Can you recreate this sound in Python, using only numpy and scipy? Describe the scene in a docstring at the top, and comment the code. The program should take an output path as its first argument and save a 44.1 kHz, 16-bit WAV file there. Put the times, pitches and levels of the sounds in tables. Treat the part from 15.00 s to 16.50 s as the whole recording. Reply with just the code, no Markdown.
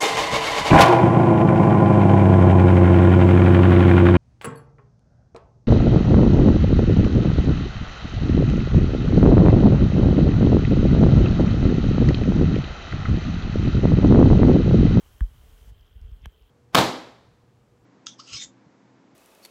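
"""Faint rain through a closed window, under a bright hiss that drops away about halfway.
The quiet room adds a low rumble, a thin wavering hum and a tiny mains-rate buzz.
Close by, the hand holding the microphone shifts: pushes on its body give soft thumps,
the casing gives with two sharp clicks, a finger slides into the second, and a few ticks sound."""
import sys
import numpy as np
from scipy import signal
from scipy.io import wavfile

SR = 44100
rng = np.random.default_rng(int(sys.argv[2]) if len(sys.argv) > 2 else 0)


def dump(signal):
    """Clip the signal to [-1, 1] and save it as 16-bit WAV at the path in sys.argv[1]."""
    limited = np.clip(np.atleast_2d(signal).T, -1, 1)
    pcm = np.round(limited * 32767).astype(np.int16)
    wavfile.write(sys.argv[1], SR, pcm)


N = 66150
T = np.arange(N) / SR

# room rumble: freq_hz, relative_density_db
RUMBLE_SPECTRUM = [(22, -5), (35, 0), (52, 1), (75, -3.5), (110, -10.5), (160, -18), (230, -24), (400, -39)]
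# rumble swells: time_s, gain_db
RUMBLE_ENVELOPE = [(0, -1.5), (.2, 0), (.36, 6), (.48, 4), (.58, -1.5), (.9, -1), (1.2, 5.5), (1.36, -7)]
# wavering tones: pitch_hz, rms_db
HUM_TONES = [(418, -80.5), (446, -77), (2758, -86)]
# rain through glass: freq_hz, relative_density_db
RAIN_SPECTRUM = [(200, 1), (320, 2.5), (450, 2.5), (600, 0), (1000, -2), (1700, -4.5), (2300, -7),
                 (3200, -9), (4500, -14.5), (7500, -19), (11000, -18.5), (15500, -15.5)]
# bright hiss: freq_hz, relative_density_db
HISS_SPECTRUM = [(250, 1.5), (600, -0.5), (1100, 1.5), (2000, -4), (3500, -6.5), (4800, -10.5), (6200, -6),
                 (7800, -9.5), (12000, -8.5), (15500, -9.5)]
# hiss level: time_s, gain_db
HISS_ENVELOPE = [(0, 0.5), (.15, 0.1), (.3, -3.2), (.48, -0.7), (.69, 0.2)]
# small ticks: start_s, peak_db
TICK_EVENTS = [(.8095, -57), (.8672, -62), (1.0145, -53), (1.1162, -58.5), (1.219, -59.5), (1.3212, -62),
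               (1.424, -57)]
# casing modes: pitch_hz, relative_db, t60_s
CASING_MODES = [(480, -11.5, 0.018), (903, -6, 0.0092), (1154, -3.5, 0.0086), (1710, 0.5, 0.0079),
                (3120, -1.5, 0.0064), (3350, -8.5, 0.0082), (5800, -9, 0.0067)]
# casing clicks: start_s, ring_peak_db, snap_peak_db, ring_low_hz, ring_high_hz
CASING_CLICKS = [(0.2074, -30, -43, 1152, 2260), (1.2580, -28.5, -42.5, 356, 5800)]
# hand pushes: start_s, thump_peak_db, firmness_hz, knock_relative_db
HAND_PUSHES = [(0.2087, -13.5, 49.7, -18.5), (0.518, -46.5, 55, -26), (0.611, -43, 70, -24),
               (0.654, -45.5, 45.3, -31), (.672, -41.5, 53, -11), (.696, -43, 75.4, -22),
               (0.7156, -40, 90, -15), (0.791, -47, 56, -27), (0.9557, -38.5, 64, -35),
               (1.0105, -37, 65.7, -19), (1.0382, -34, 56, -29), (1.084, -43, 82.5, -28),
               (1.1152, -32.5, 57.4, -25), (1.231, -39.5, 72, -13), (1.2586, -32.5, 66, -9.5),
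               (1.411, -47.5, 53.7, -26)]


def from_db(db):
    """Decibels to gain."""
    return 10 ** (np.asarray(db) / 20)


def rms_one(x):
    """Scale to rms 1."""
    return x / np.sqrt(np.mean(x ** 2) + 1e-20)


def peak_one(x):
    """Scale to peak 1."""
    return x / (np.abs(x).max() + 1e-20)


def butter(x, hz, kind, order=2):
    """Butterworth filter."""
    return signal.sosfilt(signal.butter(order, hz, kind, fs=SR, output="sos"), x + 1e-18)


def resonance(x, hz, width_hz):
    """Two-pole band-pass, peak gain 1."""
    radius = np.exp(-np.pi * width_hz / SR)
    feedforward = np.array([1, 0, -1]) * (1 - radius ** 2) / 2
    feedback = [1, -2 * radius * np.cos(2 * np.pi * hz / SR), radius ** 2]
    return signal.lfilter(feedforward, feedback, x + 1e-18)


def double_resonance(x, hz, width_hz):
    """Two equal resonances in series."""
    return resonance(resonance(x, hz, width_hz), hz, width_hz)


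def drift(rate_hz):
    """Slow random wander, rms 1."""
    hop, settle = 40, 2000
    pole = np.exp(-2 * np.pi * rate_hz * hop / SR)
    white = rng.standard_normal(N // hop + settle + 2)
    slow = signal.lfilter([1], [1, -2 * pole, pole ** 2], white)[settle:]
    return np.interp(np.arange(N) / hop, np.arange(len(slow)), rms_one(slow))


def decay(start_s, tau_s):
    """Jump to 1, then exponential fall."""
    return (T >= start_s) * np.exp(-np.clip((T - start_s) / tau_s, 0, 60))


def banded_noise(spectrum, flicker_db):
    """Third-octave noise bands, each flickering on its own; total rms 1."""
    freq_hz, density_db = np.transpose(spectrum)
    edges_hz = 20 * 2 ** (np.arange(30) / 3)
    white = rng.standard_normal((2, N + SR // 4))
    out = np.zeros(N)
    for k, (low_hz, high_hz) in enumerate(zip(edges_hz, edges_hz[1:])):
        if high_hz > freq_hz[0] and low_hz < freq_hz[-1]:
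            band_db = np.interp(np.log(low_hz * high_hz) / 2, np.log(freq_hz), density_db)
            band = butter(white[k % 2], [low_hz, high_hz], "band")[-N:]
            out += from_db(band_db + flicker_db * drift(rate_hz=11.1)) * band
    return rms_one(out)


def rumble():
    """Low room rumble that swells twice."""
    level_db = -55.5 + np.interp(T, *np.transpose(RUMBLE_ENVELOPE))
    return from_db(level_db) * banded_noise(RUMBLE_SPECTRUM, flicker_db=2.0)


def hum(width_hz=11.3):
    """Thin, wavering tones of narrow-band noise."""
    out = np.zeros(N)
    for pitch_hz, rms_db in HUM_TONES:
        narrow = resonance(rng.standard_normal(N + SR), pitch_hz, width_hz)
        tone = resonance(narrow, pitch_hz, 2 * width_hz)[-N:]
        out += from_db(rms_db) * rms_one(tone)
    return out


def buzz(mains_hz=60, offset_s=0.0118, tau_s=0.0013, spread_db=0.5, floor=0.21):
    """Electric buzz: one uneven noise burst per cycle drives a high resonance."""
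    cycle, phase = np.divmod((T - offset_s) * mains_hz + 1, 1)
    strength = from_db(spread_db * rng.standard_normal(2 * mains_hz))[cycle.astype(int)]
    bursts = strength * np.exp(-phase / mains_hz / tau_s)
    drive = (floor + bursts) * rng.standard_normal(N)
    return from_db(-72.5) * rms_one(double_resonance(drive, hz=3122, width_hz=520))


def rain():
    """Countless drops outside, merged to a wash by distance and glass."""
    return from_db(-68.5) * banded_noise(RAIN_SPECTRUM, flicker_db=1.66)


def hiss(end_s=0.72, fade_s=0.021):
    """Bright hiss that dips briefly and stops about halfway."""
    level_db = -64.5 + np.interp(T, *np.transpose(HISS_ENVELOPE))
    gate = np.clip((end_s - T) / fade_s, 0, 1)
    return from_db(level_db) * gate * banded_noise(HISS_SPECTRUM, flicker_db=0.6)


def ticks():
    """Tiny dry ticks: noise bursts with a high resonance."""
    out = np.zeros(N)
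    for start_s, peak_db in TICK_EVENTS:
        burst = decay(start_s, tau_s=0.00069) * rng.standard_normal(N)
        ring = resonance(burst, hz=5200, width_hz=1000)
        out += from_db(peak_db) * peak_one(ring + 0.18 * burst)
    return out


def finger_rub(slip_s=1.2588, rise_s=0.0095, release_s=0.0018):
    """A finger slides on the casing, pressing harder until it slips."""
    pressure = np.exp(-np.maximum((slip_s - T) / rise_s, (T - slip_s) / release_s))
    friction = butter(rng.standard_normal(N), hz=[1660, 3584], kind="band", order=8)
    return from_db(-46.5) * pressure * rms_one(friction)


def casing_clicks(snap_low_hz=5300, snap_high_hz=10800):
    """The casing gives: a bright snap and a very short ring of its modes."""
    out = np.zeros(N)
    for start_s, ring_db, snap_db, low_hz, high_hz in CASING_CLICKS:
        modes = np.zeros(N)
        for pitch_hz, mode_db, t60_s in CASING_MODES:
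            envelope = from_db(mode_db) * decay(start_s, t60_s / np.log(1000))
            modes += envelope * np.sin(2 * np.pi * pitch_hz * (T - start_s))
        ring = butter(modes, [low_hz, high_hz], "band")  # band the contact excites
        burst = decay(start_s, tau_s=0.00053) * rng.standard_normal(N)
        bright = butter(burst, snap_low_hz, "high", order=4)
        snap = butter(bright, snap_high_hz, "low", order=1)
        out += from_db(ring_db) * peak_one(ring) + from_db(snap_db) * peak_one(snap)
    return out


def hand_thumps(low_cut_hz=41.3, knock_hz=167):
    """Each push: a soft thump ringing in the microphone's low-cut filter, pitch sinking, plus a knock."""
    out = np.zeros(N)
    for start_s, thump_db, firmness_hz, knock_db in HAND_PUSHES:
        push = -1.0 * (np.arange(N) == int(start_s * SR))
        soft_push = butter(push, firmness_hz, "low", order=4)
        thump = butter(soft_push, low_cut_hz, "high", order=4)
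        firm_push = butter(push, 2 * knock_hz, "low")
        knock = double_resonance(firm_push, knock_hz, width_hz=109)
        out += from_db(thump_db) * (peak_one(thump) + from_db(knock_db) * peak_one(knock))
    return out


def scene():
    """Rain and room behind close handling noise; mono."""
    background = rain() + hiss() + hum() + rumble() + buzz()
    handling = hand_thumps() + casing_clicks() + finger_rub() + ticks()
    return (background + handling)[None]


def record(dry):
    """Steep elliptic low-pass."""
    cutoff_hz = 15800
    return signal.sosfilt(signal.ellip(12, 0.1, 80, cutoff_hz, fs=SR, output="sos"), dry)


dry = scene()
out = record(dry)
dump(out)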